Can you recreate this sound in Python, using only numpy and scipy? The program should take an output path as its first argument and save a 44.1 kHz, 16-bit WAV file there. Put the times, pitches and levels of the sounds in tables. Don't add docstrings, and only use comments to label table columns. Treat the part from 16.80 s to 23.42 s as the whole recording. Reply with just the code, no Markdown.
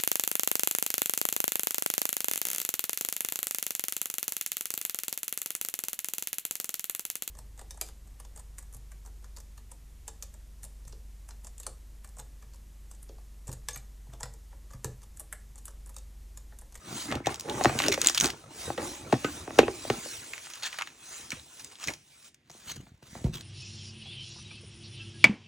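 import sys
import numpy as np
from scipy import signal
from scipy.fft import rfft, irfft, next_fast_len
from scipy.io import wavfile
from scipy.ndimage import uniform_filter1d

SR = 44100
rng = np.random.default_rng(int(sys.argv[2]) if len(sys.argv) > 2 else 0)


def generate_wav(sig):
    pcm = np.round(np.clip(np.atleast_2d(sig).T, -1, 1) * 32767).astype(np.int16)
    wavfile.write(sys.argv[1], SR, pcm)


N = 291942


def amp(db):
    return 10 ** (np.asarray(db) / 20)


def unit(x):
    return x / np.sqrt(np.mean(x ** 2) + 1e-20)


def read(points, hz):
    f, value = np.transpose(points)
    return np.interp(np.log(hz + 1), np.log(f), value)


def colour(x, points):
    size = next_fast_len(len(x), True)
    gain = amp(read(points, np.fft.rfftfreq(size, 1 / SR)))
    return irfft(rfft(x, size) * gain, size)[:len(x)]


def causal(gain_db):
    log_gain = np.log(amp(np.maximum(gain_db, -100)))
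    both_sides = np.r_[log_gain, log_gain[-2:0:-1]]
    return np.exp(np.conj(signal.hilbert(both_sides)))[:len(log_gain)]


def peak(hz, centre_hz, height_db, width):
    return height_db / (1 + ((hz / centre_hz - 1) / width) ** 2)


def add(mix, s, sound):
    part = mix[max(round(s * SR), 0):][:len(sound)]
    part += sound[:len(part)]


def ringing(modes, t):
    sound = sum(amp(db - 60 * t / t60) * np.sin(2 * np.pi * hz * t) for hz, db, t60 in modes)
    return sound / np.linalg.norm(sound)


def swell(t, db, rise_s, fall_s, shape):
    distance = abs(np.where(t < 0, t / rise_s, t / fall_s))
    return amp(db - 20 * distance ** shape)


def level(strokes, shape):
    t = np.arange(N) / SR
    coarse = t[::32]
    power = sum(swell(coarse - s, db, rise_s, fall_s, shape) ** 2 for s, db, rise_s, fall_s in strokes)
    return np.interp(t, coarse, np.sqrt(power))


def wander(x, patchy_db, patch_hz):
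    z = signal.stft(x, SR, nperseg=1024, noverlap=768)[2]
    field = rng.standard_normal(z.shape)
    field = uniform_filter1d(uniform_filter1d(field, size=8, axis=1), size=4, axis=1)
    field = unit(uniform_filter1d(field, size=max(round(patch_hz * 1024 / SR), 2), axis=0))
    return unit(signal.istft(z * amp(patchy_db * field), SR, nperseg=1024, noverlap=768)[1][:N])


def rub(strokes, spectrum, shape, slips_per_s, slip_s, spread_db, smooth, flutter_db, patchy_db, patch_hz):
    size = amp(spread_db * np.minimum(rng.exponential(1, N), 4))
    starts = rng.random(N) < slips_per_s / SR
    slips = signal.lfilter([1], [1, -np.exp(-1 / (slip_s * SR))], size ** 2 * starts)
    hiss = wander(rng.standard_normal(N), patchy_db, patch_hz)
    texture = unit(colour(hiss * np.sqrt(slips / slips.mean() + smooth ** 2), spectrum))
    pressure = uniform_filter1d(uniform_filter1d(rng.standard_normal(N), size=300), size=200)
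    return texture * amp(flutter_db * unit(pressure)) * level(strokes, shape)


def whistle(rows, width_hz, shape, steady, bend_hz_per_s2=0):
    out = np.zeros(N)
    t = np.arange(-SR // 4, SR // 2) / SR
    narrow = signal.butter(2, width_hz, fs=SR, output="sos")
    for s, db, rise_s, fall_s, hz, glide in rows:
        pitch = np.maximum(hz + glide * t + bend_hz_per_s2 * t ** 2, 0)
        turns = np.cumsum(pitch) / SR
        a, b = rng.standard_normal((2, len(t)))
        fuzz = signal.sosfilt(narrow, a + 1j * b)
        tone = unit(((steady + fuzz / fuzz.std()) * np.exp(2j * np.pi * turns)).real)
        add(out, s + t[0], tone * swell(t, db, rise_s, fall_s, shape))
    return out


# pitch in Hz, relative level in dB, time to fade by 60 dB in seconds.
MODES_OF_DESK = [(134, -13.5, 0.2), (240, 2.5, 0.14), (345, 2, 0.2), (462, 0, 0.038), (587, -4, 0.09),
                 (810, -4, 0.15)]


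def blows(rows, spectrum, walls, own_modes, bounce_width, desk_db, own_db, scatter_s, edge_db, edge_lag):
    out = np.zeros(N)
    t = np.arange(16384) / SR
    hz = np.fft.rfftfreq(len(t), 1 / SR)
    bend = -4j * np.pi * np.sqrt(1000 * hz)
    body_db = read(spectrum, hz) + sum(peak(hz, wall_hz, db, width=.06) for wall_hz, db in walls)
    desk, own = rfft(ringing(MODES_OF_DESK, t)), rfft(ringing(own_modes, t))
    for s, energy_db, tilt_db, ring_db, lag, bounce_hz, bounce_db in rows:
        push = amp(-38) * rng.standard_normal(len(t)) * np.exp(-t / scatter_s)
        push[0] = 1
        contact_db = body_db + peak(hz, bounce_hz, bounce_db, bounce_width)
        brightness_db = tilt_db * np.log2(np.clip(hz, 80, 2000) / 500)
        wave = rfft(push) * causal(contact_db + brightness_db)
        wave = wave / np.linalg.norm(irfft(wave)) + amp(desk_db) * desk + amp(own_db + ring_db) * own
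        paths = np.exp(bend * lag) * (1 + amp(edge_db) * np.exp(bend * edge_lag))
        sound = irfft(wave * paths)
        add(out, s - lag * .6, amp(energy_db) * sound / np.linalg.norm(sound))
    return out


# frequency in Hz, relative level in dB.
ROOM_TONE = [(18, -52.5), (30, -16.5), (127, -8), (145, -7), (184, -12), (273, -11), (569, -24),
             (1350, -32), (1910, -20), (6550, -39.5), (9460, -49), (16000, -62.5)]


def room_tone():
    return amp(-70) * unit(colour(rng.standard_normal(N), ROOM_TONE))


# loudest moment in seconds, relative level in dB,
# rise in seconds, fall in seconds (rise and fall are the times for 20 dB).
SLEEVE = [(0.21, -42, 0.2, 0.17), (0.51, -46.5, 0.029, 0.067), (0.86, -43.5, 0.29, 0.51),
          (1.57, -59.5, 0.046, 0.19), (1.84, -44.5, 0.16, 0.17), (2.04, -44, 0.081, 0.26),
          (2.35, -53, 0.12, 0.091), (2.54, -47, 0.36, 0.2), (2.8, -51, 0.13, 0.043), (3.12, -46, 0.52, 1),
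          (3.35, -50, 0.22, 0.043), (4.35, -47.5, 0.22, 0.23), (4.55, -55, .07, 0.15),
          (4.79, -54.5, 0.3, 0.19), (5.13, -65.5, .2, .25), (5.36, -62, 0.23, 0.16),
          (5.48, -56.5, 0.14, .025), (5.74, -59, .045, 0.22), (6.35, -55.5, 0.11, 0.21),
          (6.6, -64, 0.1, .1)]
# frequency in Hz, relative level in dB.
NYLON = [(200, -22.5), (500, -9), (900, -7.5), (1300, -8), (3900, -5), (4900, -8), (5900, -2), (8400, -5.5),
         (10500, -11), (12800, -43), (14600, -16), (16000, -15.5)]
# loudest moment in seconds, level in dB,
# rise in seconds, fall in seconds, pitch at the loudest moment in Hz, glide there in Hz per second.
WEAVE = [(3.284, -51.5, .03, .25, 4500, -8500)]


def sleeve():
    swish = rub(SLEEVE, NYLON, shape=1.6, slips_per_s=11000, slip_s=.0001, spread_db=0.0,
                smooth=0.73, flutter_db=0.75, patchy_db=3.0, patch_hz=400)
    return amp(2.0) * swish + whistle(WEAVE, width_hz=73, shape=1.6, steady=1.3, bend_hz_per_s2=-75000)


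# loudest moment in seconds, level in dB,
# rise in seconds, fall in seconds (times for 20 dB).
SKID = [(0.693, -33.5, 0.038, 0.11), (0.8, -34, 0.062, 0.089), (1.06, -29, 0.047, 0.038),
        (1.135, -44, 0.037, 0.09), (2.03, -36.5, .015, 0.075), (2.22, -51.5, 0.17, 0.16)]
# pitch in Hz, relative level in dB, time to fade by 60 dB in seconds.
MODES_OF_LID = [(336, 0.5, .05), (564, -2.5, 0.06), (840, -1, 0.049), (1095, -11, 0.035)]


def skid(shape):
    lid = ringing(MODES_OF_LID, np.arange(SR // 4) / SR)
    hum = signal.fftconvolve(rng.standard_normal(N), lid)[:N]
    return unit(hum) * level(SKID, shape)


# loudest moment in seconds, relative level in dB,
# rise in seconds, fall in seconds (times for 20 dB).
SLIDE = [(0.15, -38, 0.15, 0.082), (0.335, -31.5, 0.11, 0.081), (0.473, -29, 0.016, 0.094),
         (0.76, -36.5, 0.2, 0.57), (0.862, -29.5, 0.015, 0.16), (0.96, -33, .014, 0.029),
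         (1.09, -37.5, 0.1704, 0.13), (1.285, -39, 0.078, 0.0093), (1.45, -35.5, .1, 0.11),
         (1.6, -53.5, .2, 0.27), (1.89, -41, 0.27, 0.11), (1.984, -33, 0.014, 0.17),
         (2.27, -45.5, .35, 0.91), (2.461, -41, 0.046, 0.19), (2.78, -40.5, 0.31, 0.31),
         (2.805, -35, .015, 0.13), (3.116, -40, 0.13, 0.19), (3.4, -53.5, 0.52, 0.44),
         (4.45, -55.5, 0.81, 0.36), (4.85, -60, .4, 0.33), (5.09, -41, 0.035, 0.072),
         (6.365, -50, 0.017, 0.068), (6.46, -39.5, 0.026, 0.011)]
# frequency in Hz, relative level in dB.
WOOD_RUB = [(25, -38.5), (50, 1.5), (120, 3), (200, -1), (330, 4), (550, -3.5), (850, -5.5), (1300, -8),
            (2500, -15), (5000, -50)]
# loudest moment in seconds,
# level in dB, rise in seconds, fall in seconds, pitch at the loudest moment in Hz, glide in Hz per second.
JUDDER = [(1.106, -26, .035, .04, 400, -1800), (2.9, -36, .015, .07, 385, -800)]


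def slide():
    wood = amp(-1.5) * rub(SLIDE, WOOD_RUB, shape=1.26, slips_per_s=180, slip_s=0.0025, spread_db=3,
                           smooth=.8, flutter_db=0.0, patchy_db=4.5, patch_hz=150.6)
    desk_ring = ringing(MODES_OF_DESK, np.arange(SR // 4) / SR)
    desk_hum = amp(-37) * signal.fftconvolve(wood, desk_ring)[:N]
    judder = whistle(JUDDER, width_hz=60, shape=0.9, steady=.9)
    return wood + desk_hum + judder + skid(shape=1.1)


# loudest moment in seconds, relative level in dB,
# rise in seconds, fall in seconds (times for 20 dB).
COVER = [(5.68, -60, .03, 0.11), (5.98, -46, 0.087, 0.2), (6.41, -44.5, 0.19, .06),
         (6.62, -38.5, 0.088, .1)]
# frequency in Hz, relative level in dB.
BOOK = [(25, -22), (60, 3.5), (130, 1.5), (200, -1.5), (340, -10.5), (520, -20.5), (720, -24), (1500, -56),
        (8000, -99)]


def cover():
    return amp(-1.0) * rub(COVER, BOOK, shape=1.25, slips_per_s=230, slip_s=0.0009, spread_db=9.5,
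                           smooth=0.55, flutter_db=0, patchy_db=0.5, patch_hz=100)


# time in seconds, relative level in dB,
# brightness in dB per octave, extra ring of the book in dB.
FLOPS = [(4.526, -20.5, 0, 15), (4.845, -42, 5, -14), (5.699, -26, 16, -11.5), (5.748, -28.5, 10.5, -26),
         (5.97, -16.5, -0.5, -20), (6.068, -29.5, 21.5, -7), (6.224, -24.5, 7.5, -11),
         (6.352, -17.5, 15.5, -31), (6.4418, 6.5, -1, -22), (6.466, -8.5, 5.5, -18), (6.482, -5, -16, 4),
         (6.494, -12, -10, 10), (6.548, -12, 6, 11)]
# travel time of a 1 kHz wave in seconds, bounce in Hz, its strength in dB.
BOOK_CONTACT = (0.00331, 149, 1.46)
# pitch in Hz, relative level in dB, time to fade by 60 dB in seconds.
MODES_OF_BOOK = [(159, 11, 0.12), (367, -3.5, 0.084)]


def flops():
    rows = [(*row, *BOOK_CONTACT) for row in FLOPS]
    return amp(1.5) * blows(rows, BOOK, [], MODES_OF_BOOK, bounce_width=0.2, desk_db=-35, own_db=9,
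                            scatter_s=0.042, edge_db=-10.0, edge_lag=0.00422)


SHEET_PATCHY_DB = 3.3

# loudest moment in seconds, relative level in dB,
# rise in seconds, fall in seconds (times for 20 dB).
PAGES = [(5.708, -61, 0.064, 0.028), (5.9, -40, 0.08, 0.097), (5.921, -40, .03, 0.0064),
         (5.965, -48.5, .04, .015), (6.04, -66.5, 0.094, 0.34), (6.228, -56.5, 0.0095, 0.29),
         (6.448, -49, 0.016, 0.1), (6.536, -40, 0.0066, 0.07), (6.556, -48, .03, 0.19)]
# frequency in Hz, relative level in dB.
PAPER = [(240, 7), (500, -1.5), (1100, 5), (2600, 1.5), (4400, 4), (5100, -3), (6400, 3.5), (9500, -6),
         (12500, -22), (16000, -10)]


def pages():
    return amp(0.5) * rub(PAGES, PAPER, shape=0.68, slips_per_s=750, slip_s=0.00038, spread_db=1.5,
                          smooth=1.0, flutter_db=2.0, patchy_db=SHEET_PATCHY_DB, patch_hz=400)


# loudest moment in seconds, relative level in dB,
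# rise in seconds, fall in seconds (times for 20 dB).
NOTES = [(3.54, -61, 0.004, 0.042), (3.66, -41, 0.034, 0.05), (3.703, -41.5, 0.014, 0.048),
         (3.755, -42, 0.065, 0.11), (3.834, -33, 0.014, 0.1), (3.868, -36, 0.031, 0.034),
         (3.935, -43.5, 0.064, 0.29), (3.993, -38, 0.02, 0.031), (4.526, -35.5, 0.02, 0.026),
         (4.8, -38, 0.013, 0.021), (4.925, -45.5, 0.049, 0.067), (5.042, -35.5, 0.067, 0.027),
         (5.086, -30.5, 0.036, 0.052)]
# frequency in Hz, relative level in dB.
BANKNOTE = [(240, -25), (600, -12.5), (1000, -5), (1400, -6.5), (2050, -7), (2650, -2.5), (3300, -7),
            (4900, -7.5), (6900, -5.5), (10400, -16), (13000, -42), (16000, -16)]
# loudest moment in seconds, level in dB,
# rise in seconds, fall in seconds, pitch at the loudest moment in Hz, glide in Hz per second.
FLEX = [(3.86, -40.5, 0.04, 0.046, 1655, -1000), (3.85, -43, 0.03, 0.031, 3610, -9000),
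        (4.01, -39.5, 0.027, 0.037, 1240, 5), (5.085, -28, 0.005, 0.012, 2250, -3000),
        (5.905, -43.5, 0.025, 0.027, 4250, 5), (5.92, -38.5, .025, 0.0076, 6300, 3)]


def notes():
    sliding = rub(NOTES, BANKNOTE, shape=0.79, slips_per_s=1000, slip_s=.00025, spread_db=1.0,
                  smooth=0.61, flutter_db=1.5, patchy_db=SHEET_PATCHY_DB, patch_hz=550)
    return amp(-2.5) * sliding + whistle(FLEX, width_hz=220, shape=1.3, steady=.2)


# loudest moment in seconds, relative level in dB,
# rise in seconds, fall in seconds (times for 20 dB).
PACKET = [(0.463, -40, 0.026, 0.012), (1.045, -27.5, 0.1, 0.096), (1.138, -30.5, 0.027, 0.032),
          (1.268, -31, 0.16, 0.13), (1.375, -28, 0.035, 0.011), (1.42, -23.5, 0.0067, 0.099)]
# frequency in Hz, relative level in dB.
PLASTIC = [(300, -3.5), (700, -3), (1400, 7), (2400, 3.5), (4000, 2), (4950, 1), (6300, 2.5), (8000, 0.5),
           (10700, -8), (12800, -24), (15500, -10)]
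# loudest moment in seconds, level in dB, rise in seconds, fall in seconds,
# pitch at the loudest moment in Hz, glide in Hz per second.
HIGH_TONES = [(0.455, -38, 0.013, 0.013, 2150, -3000), (1.055, -36, 0.034, 0.087, 2820, -4500),
              (1.128, -27, 0.014, 0.017, 2195, -3500), (2.837, -36, .008, .015, 2570, -2.5)]


def packet():
    crackle = rub(PACKET, PLASTIC, shape=1.54, slips_per_s=1000, slip_s=0.00045, spread_db=5.0,
                  smooth=0.66, flutter_db=2.0, patchy_db=SHEET_PATCHY_DB, patch_hz=400)
    return amp(-6.5) * crackle + whistle(HIGH_TONES, width_hz=140, shape=1.2, steady=.4)


# time of the click in seconds, relative level in dB,
# centre in Hz, ring of the buckled patch in Hz, time for the burst to fade by 60 dB in seconds.
SNAPS = [(0.3146, -7.5, 2800, 2830, 0.011), (0.3238, -4, 3000, 2260, 0.016),
         (0.3537, -9.5, 3550, 5460, 0.011), (0.4594, -5.5, 2860, 1830, 0.028),
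         (0.4694, -0.5, 4560, 6540, 0.0092), (0.544, -8.5, 5840, 6400, 0.0042),
         (0.558, -15, 4460, 5700, 0.0052), (0.5973, -9.5, 6000, 5700, 0.0063),
         (0.6083, -10.5, 6400, 5500, 0.0069), (0.6972, -4.5, 3560, 3940, 0.014),
         (0.839, -0.5, 5870, 6640, 0.0013), (0.8462, 0, 4340, 4280, 0.018),
         (0.8562, -10, 3500, 1120, 0.011), (0.9894, 3.5, 4050, 3480, 0.0064),
         (1.0012, 0.5, 2380, 1760, 0.021), (1.0207, -1, 3400, 3000, 0.005),
         (1.0388, 0.5, 3340, 2370, 0.019), (1.0498, -5, 3570, 2760, .006), (1.0675, -8, 3500, 2630, 0.0099),
         (1.0835, 6.5, 5260, 6100, 0.0062), (1.118, -5.5, 5600, 6500, .004), (1.1222, 2, 3470, 2400, 0.008),
         (1.1258, 2, 5560, 6760, 0.0052), (1.1398, -3.5, 4800, 5600, 0.0045),
         (1.1434, 0.5, 4150, 2110, 0.0055), (1.2162, 6, 5340, 7040, 0.0032), (1.2462, 2, 3650, 1840, 0.011),
         (1.2609, 3.5, 4040, 3660, 0.015), (1.2715, 16.5, 6400, 7200, 0.0019),
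         (1.286, 5, 4870, 3270, 0.0057), (1.297, 3, 5700, 5200, 0.012), (1.347, 1.5, 5040, 5360, 0.02),
         (1.376, 5, 4080, 3970, 0.0095), (1.3798, 5, 3970, 3120, 0.0065), (1.4009, 5.5, 5800, 6440, 0.0049),
         (1.4096, 9.5, 5330, 6120, 0.0057), (1.4431, 5.5, 3840, 6300, 0.011),
         (1.4577, 1.5, 4940, 5600, 0.0071), (1.4682, -4, 5700, 6090, 0.008),
         (1.5026, -5, 4100, 5700, 0.0088), (1.9771, -9.5, 3120, 1590, 0.06),
         (2.3258, -3, 3560, 1140, 0.023), (2.4452, 0, 2520, 2720, 0.023), (2.7871, 6.5, 3170, 3860, 0.012),
         (2.7908, 12.5, 2280, 2440, 0.0041), (3.101, 0, 2600, 1100, 0.014),
         (3.5341, -5.5, 2700, 2260, 0.028), (3.5797, -13.5, 2900, 1820, 0.0044),
         (3.6695, -17.5, 1800, 1310, 0.017), (3.7362, -11.5, 3490, 6420, 0.017),
         (3.8242, -12, 3550, 3410, 0.029), (3.8405, -11, 2600, 1950, .004),
         (3.868, -14.5, 2800, 3630, 0.0044), (3.928, -10, 2540, 3210, 0.018),
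         (3.9425, -14.5, 1990, 1560, 0.0067), (3.9871, -3.5, 2640, 2920, 0.009),
         (4.0116, -6.5, 2190, 1290, 0.0046), (4.0212, -1.5, 2220, 2670, 0.003),
         (4.0732, -12.5, 2500, 2960, 0.0074), (4.505, -6.5, 4970, 5670, 0.013),
         (4.5185, -3.5, 2900, 2420, 0.02), (4.5973, -20.5, 3480, 3970, 0.0045),
         (4.7974, -24, 4560, 5660, 0.013), (4.812, -23, 4300, 5330, 0.0085),
         (4.8459, -12.5, 6130, 7550, 0.008), (4.9551, -20, 3850, 3720, 0.0067),
         (5.0407, -8, 3880, 3450, 0.008), (5.0741, -4, 5240, 6400, 0.012),
         (5.0828, -4.5, 2700, 2280, 0.0083), (5.1371, -13, 5600, 5770, 0.011),
         (5.5448, -27, 5330, 6300, 0.0037), (5.6983, -25, 4590, 5500, 0.0084),
         (5.704, -23, 5200, 5740, .004), (5.715, -23, 5450, 6270, 0.003), (6.4429, -19, 4100, 4440, 0.012),
         (6.6095, -16, 4570, 4130, 0.013)]
# frequency in Hz, relative level in dB.
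SNAP_COLOUR = [(150, 1), (700, 4), (2000, 0), (4200, -6), (5000, -9.5), (5700, -3), (7200, -3.5),
               (8500, -8), (11000, -11), (13000, -31), (15000, -7)]


def snaps(focus_db, crumple, before_db, before_s, after_db, shiver, ring_db, ring_width, pure_s):
    out, lead = np.zeros(N), 256
    t = np.arange(-lead, 4096 - lead) / SR
    hz = np.fft.rfftfreq(len(t), 1 / SR)
    for s, energy_db, centre_hz, ring_hz, t60 in SNAPS:
        lead_in = amp(before_db) * np.exp(-abs(t) / before_s)
        burst = crumple * amp(-60 * abs(t) / t60)
        shivering = amp(after_db) * np.exp(-abs(t) / (shiver * t60))
        push = rng.standard_normal(len(t)) * np.where(t < 0, lead_in, burst + shivering)
        push[lead] = 1
        shape_db = read(SNAP_COLOUR, hz) - focus_db * np.hypot(np.log2((hz + 1) / centre_hz), .3)
        purity = 1 + np.exp(-(t60 / pure_s) ** 2) * 2
        patch_db = peak(hz, ring_hz, ring_db * purity, ring_width)
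        sound = irfft(rfft(push) * causal(shape_db + patch_db))
        add(out, s + t[0], amp(energy_db) * sound / np.linalg.norm(sound))
    return out


# time in seconds, relative level in dB, brightness in dB per octave,
# extra ring of the box in dB, travel time of a 1 kHz bending wave to the microphone in seconds,
# bounce of the contact in Hz, its strength in dB.
KNOCKS = [(0.3235, -2.5, 6.5, -29, .003, 560, 4), (0.3546, -0.5, -6.5, -33, .0035, 307, 3),
          (0.402, -9, -1.5, -27, .004, 310, 5), (0.4695, 6, 0.5, -31.5, .002, 797, 15.5),
          (0.688, -7.5, 6.5, -26.5, .004, 343, 17.5), (0.8112, 3, 4, -16.5, 0.0011, 723, 6.5),
          (0.8458, 8.5, 5.5, -18, .005, 700, 12.5), (0.8565, 12, 5.5, -18, 0.00059, 1600, 2.5),
          (0.8585, 9, -5.5, -13.5, 0.0036, 278.4, -0.5), (0.8955, -1, 7.5, -21.5, .003, 720, 7.5),
          (0.9495, -1.5, -4.5, -23.5, .005, 120, 3), (1.002, -2, 7, -23, .002, 1110, 1.5),
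          (1.0835, 1, -0.5, -21.5, 0.0019, 620, 20), (1.1765, -1, 6.5, -17.5, 0.0031, 510, 14),
          (1.298, -6.5, 3.5, -13.5, 0.0023, 1300, 10.5), (1.443, -1, 11.5, -19, 0.0015, 1430, 12),
          (1.876, -8, -2, -20, 0.0036, 490, 20), (1.903, -0.5, 1.5, -10, 0.0014, 840, 7.5),
          (1.9785, -0.5, 10.5, -7, 0.0036, 504, 24.5), (2.3254, 10.5, 2.5, -28, .0045, 790, 11),
          (2.331, 12.5, -3.5, -23.5, .003, 290, 6), (2.3409, -4, 8.5, -16.5, 0.0021, 290, 5.5),
          (2.4452, 5.5, -1, 6, .003, 450, 9), (2.677, -6.5, 3, -23, .004, 395, 8),
          (2.707, -11, 5.5, -20.5, 0.0018, 600, 1.5), (2.781, -1, -1, -24, 0.0018, 400, 7.5),
          (2.7888, 20.5, 3, -23.5, .003, 460, 11.5), (2.805, -4.5, 4, -20.5, 0.0018, 700, 4.5),
          (2.8165, -3.5, -2, -21, 0.0019, 480, 4.5), (2.8305, 6, 0, -13.5, 0.0017, 386, 15.5),
          (2.8813, 3.5, 6, -27, .003, 420, 14.5), (3.05, -8.5, 3.5, -24, 0.0027, 590, 14),
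          (3.1005, 7, 4, -19, .003, 390, 8), (3.104, 0.5, -8.5, -20, 0.0021, 120, -3),
          (3.258, -13, 3.5, -23, .003, 530, 14), (4.525, -13, -7, 2.5, .004, 251, 9),
          (5.093, -11.5, 3, -29, .004, 596, 11)]
# frequency in Hz, relative level in dB.
DESK = [(30, -31), (60, -18.5), (135, 4), (185, -9.5), (250, 8), (460, 1.5), (640, 0), (780, -4.5),
        (1050, -12.5), (1900, -21), (4000, -32.5), (5500, -38.5), (16000, -75)]
# pitch in Hz, height in dB.
BOX_WALLS = [(780, 6), (1110, 8.5), (1480, 2.5), (1880, 7.5), (2680, 4.5)]
# pitch in Hz, relative level in dB, time to fade by 60 dB in seconds.
MODES_OF_BOX = [(299, -8.5, 0.28), (1266, -1, 0.068), (1510, -3.5, 0.1), (2620, -10.5, 0.08)]


def knocks():
    return amp(-1.7) * blows(KNOCKS, DESK, BOX_WALLS, MODES_OF_BOX, bounce_width=.2, desk_db=-10.5, own_db=-7.5,
                             scatter_s=0.018, edge_db=-29.5, edge_lag=0.003021)


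# frequency in Hz, time to fade by 60 dB in seconds.
ROOM_T60 = [(100, 0.58), (400, 0.098), (1000, 0.049), (3000, 0.37), (8000, 0.34), (16000, 0.096)]


def room(x, near_db, tail_db):
    taps = rng.standard_normal((2, SR // 2))
    hz, t, z = signal.stft(taps, SR, nperseg=256)
    fade = amp(-60 * t / read(ROOM_T60, hz)[:, None])
    tail = signal.istft(z * fade, SR, nperseg=256)[1]
    tail[:, :SR // 200] = 0
    wet = signal.fftconvolve(x[None], tail / np.linalg.norm(tail[0]), axes=1)[:, :N]
    near = rng.standard_normal(SR // 100) * np.exp(-np.arange(SR // 100) / SR / 0.0013)
    near[:SR // 2000] = 0
    close = signal.fftconvolve(x, near / np.linalg.norm(near))[:N]
    side = close * amp(near_db) + amp(tail_db) * wet[1] / 2
    side = colour(side, [(100, -10.5), (280, -2), (600, 9.5), (3000, 4), (8000, -6.5), (16000, -9)])
    return x + amp(tail_db) * wet[0] + np.array([side, -side])


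def scene():
    crisp = amp(-4.0) * snaps(focus_db=9.0, crumple=0.49, before_db=-26.5, before_s=0.0013, after_db=-23.0,
                              shiver=1.9, ring_db=5, ring_width=0.1, pure_s=.003)
    background = room(room_tone() + sleeve() + slide(), near_db=-10.5, tail_db=-16.0)
    sheets = room(pages() + notes() + packet() + crisp, near_db=-16.0, tail_db=-21.5)
    thumps = room(cover() + flops() + knocks(), near_db=-17.5, tail_db=-21.5)
    return background + sheets + thumps


# frequency in Hz, level in dB of the difference signal against the shared sound.
STEREO_WIDTH = [(100, -50), (900, -36), (4000, -7.5), (5000, 2), (5600, -27), (8000, -5), (10000, 2.5),
                (12500, 26.5), (15500, 9)]


def record(dry):
    quarter_turn = signal.hilbert(dry.mean(0)).imag
    side = colour(quarter_turn, STEREO_WIDTH)
    low_cut = signal.butter(3, 42, "high", fs=SR, output="sos")
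    pair = signal.sosfilt(low_cut, dry + np.array([side, -side]))
    band_limit = signal.firwin(511, 16300, window=("kaiser", 9), fs=SR)
    return signal.oaconvolve(np.clip(pair, -1, 1), band_limit[None], "same")


dry = scene()
out = record(dry)
generate_wav(out)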